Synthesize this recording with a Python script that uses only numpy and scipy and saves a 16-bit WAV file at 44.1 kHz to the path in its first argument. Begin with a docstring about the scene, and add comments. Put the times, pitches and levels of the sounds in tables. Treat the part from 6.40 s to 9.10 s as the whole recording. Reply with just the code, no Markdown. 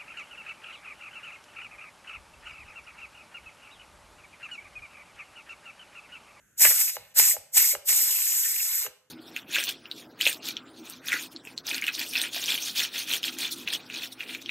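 """Four bright, wet hisses of steam burst from a pressure cooker in a tiled kitchen, the last one long. Pressing
the valve lever frees a turbulent jet; droplets rasp and slugs of water spit in the vent. After each burst the
lever slides back and shuts with a knock. Steam brushes the microphone, and a quiet simmer lies underneath. The
hiss sounds wide, its left and right sides drifting apart in phase as pitch rises."""
import sys
import numpy as np
from scipy import signal
from scipy.fft import rfft, irfft
from scipy.io import wavfile

SR = 44100
rng = np.random.default_rng(int(sys.argv[2]) if len(sys.argv) > 2 else 0)


def store_wav(level_fs):
    """Save 16-bit WAV to argv[1]."""
    pcm = np.round(np.clip(np.atleast_2d(level_fs), -1, 1) * 32767)
    wavfile.write(sys.argv[1], SR, pcm.T.astype(np.int16))


N = 119070


def from_db(db):
    """Decibels to gain."""
    return 10 ** (np.asarray(db) / 20)


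def rms_one(x):
    """Scale to rms 1."""
    return x / np.sqrt(np.mean(x ** 2) + 1e-20)


def at_hz(points, hz):
    """Read a curve on a log pitch axis."""
    freqs, values = np.transpose(points)
    return np.interp(np.log(hz + 1), np.log(freqs + 1), values)


def colour(x, curve):
    """EQ by a curve in dB, then scale to rms 1."""
    return rms_one(irfft(rfft(x) * from_db(at_hz(curve, np.fft.rfftfreq(N, 1 / SR))), N))


def drift(rate_hz):
    """Smooth random wobble, rms 1."""
    pole = np.exp(-40 * np.pi * rate_hz / SR)
    slow = signal.lfilter([1], [1, -2 * pole, pole * pole], rng.standard_normal(N // 20 + 2002))[2000:]
    return np.interp(np.arange(N) / 20, np.arange(len(slow)), rms_one(slow))


def ring(drive, hz, t60):
    """One damped mode."""
    r, w = from_db(-60 / (t60 * SR)), 2 * np.pi * hz / SR
    return signal.lfilter([0, np.sin(w)], [1, -2 * r * np.cos(w), r * r], drive + 1e-18)


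def swell(start, db, length):
    """Envelope: quick attack, hold until the length is up, exponential release."""
    age = np.arange(N) / SR - start
    attack = np.clip(age / (.3 * length), 0, 1)
    return from_db(db) * attack * np.exp(-np.clip(age - length, 0, 1) / (.7 * length))


def simmer():
    """Quiet simmer and room tone: coloured noise, slowly fading."""
    # spectrum of the bed (frequency [Hz], relative level [dB])
    bed_eq = [(50, 10), (150, 13.5), (600, -6), (1100, -6.5), (1550, 10.5), (2200, -3.5), (3500, -16),
              (5000, -21), (6700, 2.5), (8500, -6.5), (10000, -15), (11000, -3.5), (13000, -10),
              (15600, -7)]
    fade = from_db(-66 - 4.5 * np.arange(N) / SR)
    return fade * colour(rng.standard_normal(N), bed_eq)


def turbulence(curve, shared_db, own_db):
    """Rushing noise in third-octave bands that flutter together and on their own; rms 1."""
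    hz = np.fft.rfftfreq(N, 1 / SR)
    spectrum = rfft(rng.standard_normal(N)) * from_db(at_hz(curve, hz))
    thirds = 3 * np.log2(hz + 1)
    flutter_db = shared_db * (drift(4.3) + 0.98 * drift(100))
    bands = (irfft(spectrum * np.clip(1 - abs(thirds - k), 0, 1), N) for k in range(14, 44))
    return rms_one(sum(from_db(flutter_db + own_db * drift(17)) * band for band in bands))


def droplets(curve, per_second=400):
    """Fine drops crackle in the vent: random clicks of uneven size."""
    hits = rng.random(N) < per_second / SR
    sizes = from_db(3.9 * np.minimum(rng.exponential(1, N), 4))
    return colour(hits * sizes * rng.choice([-1, 1], N), curve)


def steam():
    """A bright jet over a wet rasp; returns a mono hiss and a diffuse left-right pair."""
    # an envelope per burst, the last split into surge and hold (time [s], level [dB], rasp offset [dB])
    bursts = [
        [(0.165, -80, 5), (0.179, -44, -15), (0.195, -29.5, -14.5), (0.221, -13.5, -21), (0.245, -14, -11.5),
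         (0.285, -20, -12), (0.312, -19, -19), (0.339, -23.5, -18.5), (0.385, -22.5, -18), (0.412, -19, -17.5),
         (0.43, -24.5, -20), (0.5, -29.5, -14), (0.512, -36, -16.5), (0.557, -37, -12), (0.585, -64, 10),
         (0.73, -70, 5.5)],
        [(0.74, -61, -2), (0.756, -36, -13), (0.774, -20, -11.5), (0.79, -11.5, -16.5), (0.81, -18, -12),
         (0.922, -24.5, -14.5), (0.95, -35.5, -14.5), (0.99, -73, -37)],
        [(1.11, -77.5, -32), (1.138, -31.5, -21), (1.176, -15, -7), (1.19, -19, -13), (1.314, -25, -14),
         (1.34, -32, -11), (1.375, -64, -11.5)],
        [(1.44, -69, -14), (1.46, -36, -20), (1.49, -20, -10.5), (1.56, -24.5, -14)],
        [(1.56, -22, -13.5), (1.692, -25, -14.5), (2.03, -26.5, -16.5), (2.28, -29, -15), (2.412, -31.5, -12.5),
         (2.448, -34, -5), (2.475, -50, 5)],
    ]
    # spectrum of the dry jet (frequency [Hz], relative level [dB])
    jet_eq = [(150, -40), (600, -44), (1500, -63), (3500, -15.5), (4150, -19), (4500, -14), (5100, -5.5),
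              (6200, -6), (7900, 0.5), (9200, -2), (10600, -4.5), (12200, 1), (13300, -1.5), (14200, -5.5),
              (15600, -2)]
    # spectrum of the wet rasp, peaking near 2 kHz (frequency [Hz], relative level [dB])
    rasp_eq = [(60, -19), (130, -25.5), (250, -25.5), (600, -21), (1100, -13.5), (1300, -11), (1490, -8),
               (1700, -10), (2150, -1.5), (2450, -5), (2780, -9), (2940, -1), (3060, -14.5), (3400, -11),
               (3930, -4.5), (4200, -6.5), (5000, -13)]
    t, jet_env, rasp_env = np.arange(N) / SR, np.zeros(N), np.zeros(N)
    for times, db, rasp_db in map(np.transpose, bursts):
        gate = (t > times[0]) * (t <= times[-1])
        jet_env += gate * from_db(2.5 + np.interp(t, times, db))
        rasp_env += gate * from_db(np.interp(t, times, db + rasp_db))
    drops = from_db(-7) * droplets(rasp_eq)
    rasp = turbulence(rasp_eq, shared_db=-0.73, own_db=-4.5) + drops
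    diffuse = [jet_env * colour(noise, jet_eq) + rasp_env * colour(noise[::-1], rasp_eq)
               for noise in rng.standard_normal((2, N))]
    jet = turbulence(jet_eq, shared_db=1.04, own_db=-1.5)
    return jet_env * jet + rasp_env * rasp, np.array(diffuse)


def lid_echoes(hiss, decay_s=0.018, level_db=-5.5):
    """Close reflections off lid and tiles put fine, steady peaks in the hiss."""
    cluster = rng.standard_normal(2000) * np.exp(-np.arange(2000) / (decay_s * SR))
    cluster = signal.lfilter(*signal.butter(2, 1200, "high", fs=SR), cluster)
    return hiss + from_db(level_db) * signal.fftconvolve(hiss, cluster / np.linalg.norm(cluster))[:N]


def water_slugs():
    """Each spit of water is a noise burst that rings the vent at its own pitch, over a broad spatter."""
    # spits (time [s], peak [dB], pitch [Hz], rise time [s], spatter offset [dB])
    spits = [(0.204, -28, 2160, 0.0017, -13), (0.2112, -23.5, 2300, 0.0021, -10),
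             (0.221, -22, 2000, .001, -10), (0.23, -21.5, 2050, 0.0026, -9.5),
             (.2425, -20.5, 1690, 0.0051, -5), (0.247, -29, 2060, 0.0011, -14),
             (.2512, -8, 2037, 0.0009, -8), (0.2561, -21.5, 2010, 0.0025, -5),
             (.2665, -17, 1920, .002, -24), (.2715, -19, 2180, 0.0014, -7.5), (0.298, -29, 2230, .002, -9),
             (.306, -24, 1690, .001, -6), (0.31, -22.5, 2000, .004, -10), (0.4, -27, 2147, .005, -31),
             (0.413, -25.5, 2240, 0.0019, -30), (0.476, -30, 2450, .004, -20),
             (0.496, -31, 2440, 0.0039, -25), (0.797, -13.5, 1960, 0.00071, -6.5),
             (0.907, -28, 2120, 0.0034, -14.5), (1.173, -24.5, 2070, 0.0019, -4.5),
             (1.178, -41, 2530, 0.0024, -12), (1.204, -23.5, 2000, 0.0016, -21),
             (1.4915, -27, 2550, 0.00026, -14.5), (1.497, -29.5, 2120, 0.0046, -17),
             (1.5272, -20.5, 2400, 0.00045, -15), (1.757, -34, 2930, 0.0025, -26),
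             (1.7857, -30, 2420, .001, -23), (1.788, -30, 2300, 0.00082, -26),
             (1.804, -24.5, 2820, .001, -27), (1.8184, -26.5, 2650, 0.00081, -24),
             (1.841, -31, 2570, 0.00086, -24.5), (1.867, -30, 2320, 0.00081, -20),
             (1.897, -41.5, 2260, 0.00091, -20), (1.9197, -27.5, 2850, 0.0013, -28),
             (1.982, -33.5, 2340, 0.0012, -25.5), (2.0471, -32, 2690, 0.0012, -23.5),
             (2.057, -29.5, 2480, 0.0011, -21.5), (2.075, -35, 2300, 0.0022, -27.5),
             (2.161, -25.5, 2440, 0.0016, -26), (2.193, -27.5, 2480, 0.0047, -28),
             (2.314, -31, 2900, 0.0014, -19.5), (2.331, -32, 2300, .002, -24.5),
             (2.426, -36, 2180, 0.0022, -15.5)]
    out, t = np.zeros(N + 2000), np.arange(2000) / SR
    for start, db, hz, rise, spatter_db in spits:
        rise = max(rise, .0003)
        half_width = 700 / (1 + rise / .0025)   # Hz; longer spits are more clearly pitched
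        burst = rng.standard_normal(2000) * (t / rise) * np.exp(-t / rise)
        vent = signal.lfilter(*signal.butter(2, [hz - half_width, hz + half_width], "band", fs=SR), burst)
        spatter = signal.lfilter(*signal.butter(2, [500, 1500], "band", fs=SR), burst)
        splash = vent / abs(vent).max() + from_db(spatter_db) * spatter / abs(spatter).max()
        out[int(start * SR):][:2000] += from_db(db) * splash
    return out[:N]


def steam_puffs():
    """Steam brushes the microphone with soft, low lumps of air pressure."""
    # puffs (time [s], level [dB], length [s])
    puffs = [(.21, -62.5, 0.084), (.265, -50, 0.026), (.79, -65.5, 0.03), (1.175, -55, 0.026),
             (1.5, -60.5, 0.043), (.575, -60.5, 0.034), (.97, -58, 0.018), (1.352, -58, 0.026),
             (2.465, -65, 0.019)]
    rumble = signal.sosfilt(signal.butter(2, [45, 121], "band", fs=SR, output="sos"), rng.standard_normal(N))
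    return sum(swell(*puff) for puff in puffs) * rms_one(rumble)


def lever(rub_t60=.016):
    """The lever slides with a dull rub and knocks shut, ringing the modes a little differently each time."""
    # slides open or back (time [s], level [dB], length [s], pitch [Hz])
    slides = [(0.54, -54.5, 0.038, 526), (0.758, -50, 0.018, 591), (.934, -46.5, 0.019, 615),
              (1.133, -56.5, 0.019, 625), (1.165, -44, 0.012, 755), (1.329, -43, 0.025, 548),
              (2.445, -46.5, 0.027, 495)]
    # closing knocks (time [s], level [dB], low-mode offset [dB], high-mode offset [dB])
    shuts = [(0.5667, -28, 3, 0), (0.9653, -32, 2.5, -4), (1.35, -24, -1.5, 0), (2.464, -29.5, -3, 5)]
    # modes of lever and lid (frequency [Hz], relative level [dB], t60 [s])
    modes = [(380, -26, .06), (520, -10, .055), (630, -10, .05), (820, -6, .045), (1050, -4, .014),
             (1300, -3, .012), (1650, -2, .012), (2100, -6, .012), (2680, -9, .012), (2900, -10, .035),
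             (3200, -11, .01), (4500, -12, .01), (6000, -8, .012)]
    friction, out = rng.standard_normal(N), np.zeros(N)
    for start, db, length, hz in slides:
        rub = ring(ring(friction, hz, rub_t60), hz, rub_t60)
        out += rms_one(rub) * swell(start, db, length)
    times, knock_db, low_db, high_db = np.transpose(shuts)
    scatter_db = 3 * rng.uniform(-1, 1, (len(times), len(modes)))
    for k, (hz, mode_db, t60) in enumerate(modes):
        tone_db = (hz < 900) * low_db + (hz > 2400) * high_db + scatter_db[:, k]
        strikes = np.zeros(N)
        strikes[(times * SR).astype(int)] = (-1) ** k * from_db(knock_db + mode_db + tone_db)
        out += ring(strikes, hz, t60)
    return signal.sosfilt(signal.butter(2, 300, "high", fs=SR, output="sos"), out)


def kitchen(source):
    """Tiled-room reverb: three noise tails, each dying away octave by octave."""
    # reverb time (frequency [Hz], t60 [s])
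    decay = [(100, 0.26), (600, 0.63), (2800, 0.47), (6000, 0.5), (15000, 0.29)]
    # reverb tone (frequency [Hz], relative level [dB])
    tail_eq = [(100, -4), (300, -2.5), (700, 3), (1500, 1), (2800, -2.5), (6000, -8), (15000, -7.5)]
    t, octaves = np.arange(SR) / SR, np.log2(np.fft.rfftfreq(SR, 1 / SR) + 1)
    white, tails = rfft(rng.standard_normal((3, SR))), np.zeros((3, SR))
    for k in range(5, 15):
        band = irfft(white * np.clip(1 - abs(octaves - k), 0, 1), SR)
        tails += band * from_db(at_hz(tail_eq, 2 ** k) - 60 * t / at_hz(decay, 2 ** k))
    onset = np.clip(t / 0.0026 - 1, 0, 1)   # short pre-delay, then fade in
    tails *= onset * from_db(-13) / np.sqrt(SR / 20)
    return signal.fftconvolve(source[None], tails, axes=1)[:, :N]


def stereo_colour(shared, diffuse):
    """Stereo colouring: left-right phase rises in steps with pitch, and a diffuse pair adds width."""
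    # stepped left-right phase (frequency [Hz], phase [half turns])
    phase_steps = [(0, 0), (1900, 0), (2600, .45), (3800, .62), (4300, .95), (4700, 1), (6200, 1.55),
                   (6850, 2), (7550, 2), (8400, 2.5), (9300, 3), (10200, 3), (11100, 3.55), (11800, 4),
                   (13000, 4), (13700, 4.5), (14400, 5), (16000, 5)]
    # balance (frequency [Hz], left minus right [dB])
    balance = [(100, 0), (450, -2.5), (1300, 0), (2600, -4), (3500, -2), (6000, 0)]
    # EQ of the diffuse width (frequency [Hz], gain [dB])
    width_eq = [(60, -28), (150, -15.5), (600, -6.5), (1050, -19.5), (1400, -38), (1750, -29.5), (2600, -2),
                (6000, -5.5), (9000, -3.5), (16000, -0.5)]
    hz = np.fft.rfftfreq(N, 1 / SR)
    phase = np.pi * np.interp(hz, *np.transpose(phase_steps))
    left = from_db(at_hz(balance, hz) / 2) * np.exp(.5j * phase)
    # the diffuse width drops out in narrow treble bands
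    width_dips = np.where(hz > 6200, abs(np.sin(phase)) + .01, 1)
    width = from_db(at_hz(width_eq, hz)) * width_dips
    return irfft(rfft(shared) * np.array([left, 1 / left]) + rfft(diffuse) * width, N)


def scene():
    """Mix cooker, puffs and ambience in stereo; of three rows, 0 feeds both sides, 1 and 2 one each."""
    hiss, hiss_diffuse = steam()
    puffs = np.array([steam_puffs() for _ in range(3)])
    cooker = lid_echoes(hiss) + water_slugs() + lever()
    ambience = kitchen(cooker) + np.array([simmer() for _ in range(3)])
    shared = cooker + puffs[0] + ambience[0]
    diffuse = hiss_diffuse + puffs[1:] + from_db(9) * ambience[1:]
    return stereo_colour(shared, diffuse)


def record(dry):
    """The microphone drops the lowest bass; the top is cut steeply."""
    dry = signal.sosfilt(signal.butter(4, 48, "high", fs=SR, output="sos"), dry)
    return signal.sosfilt(signal.ellip(16, .5, 80, 15740, fs=SR, output="sos"), dry)


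dry = scene()
out = record(dry)
store_wav(out)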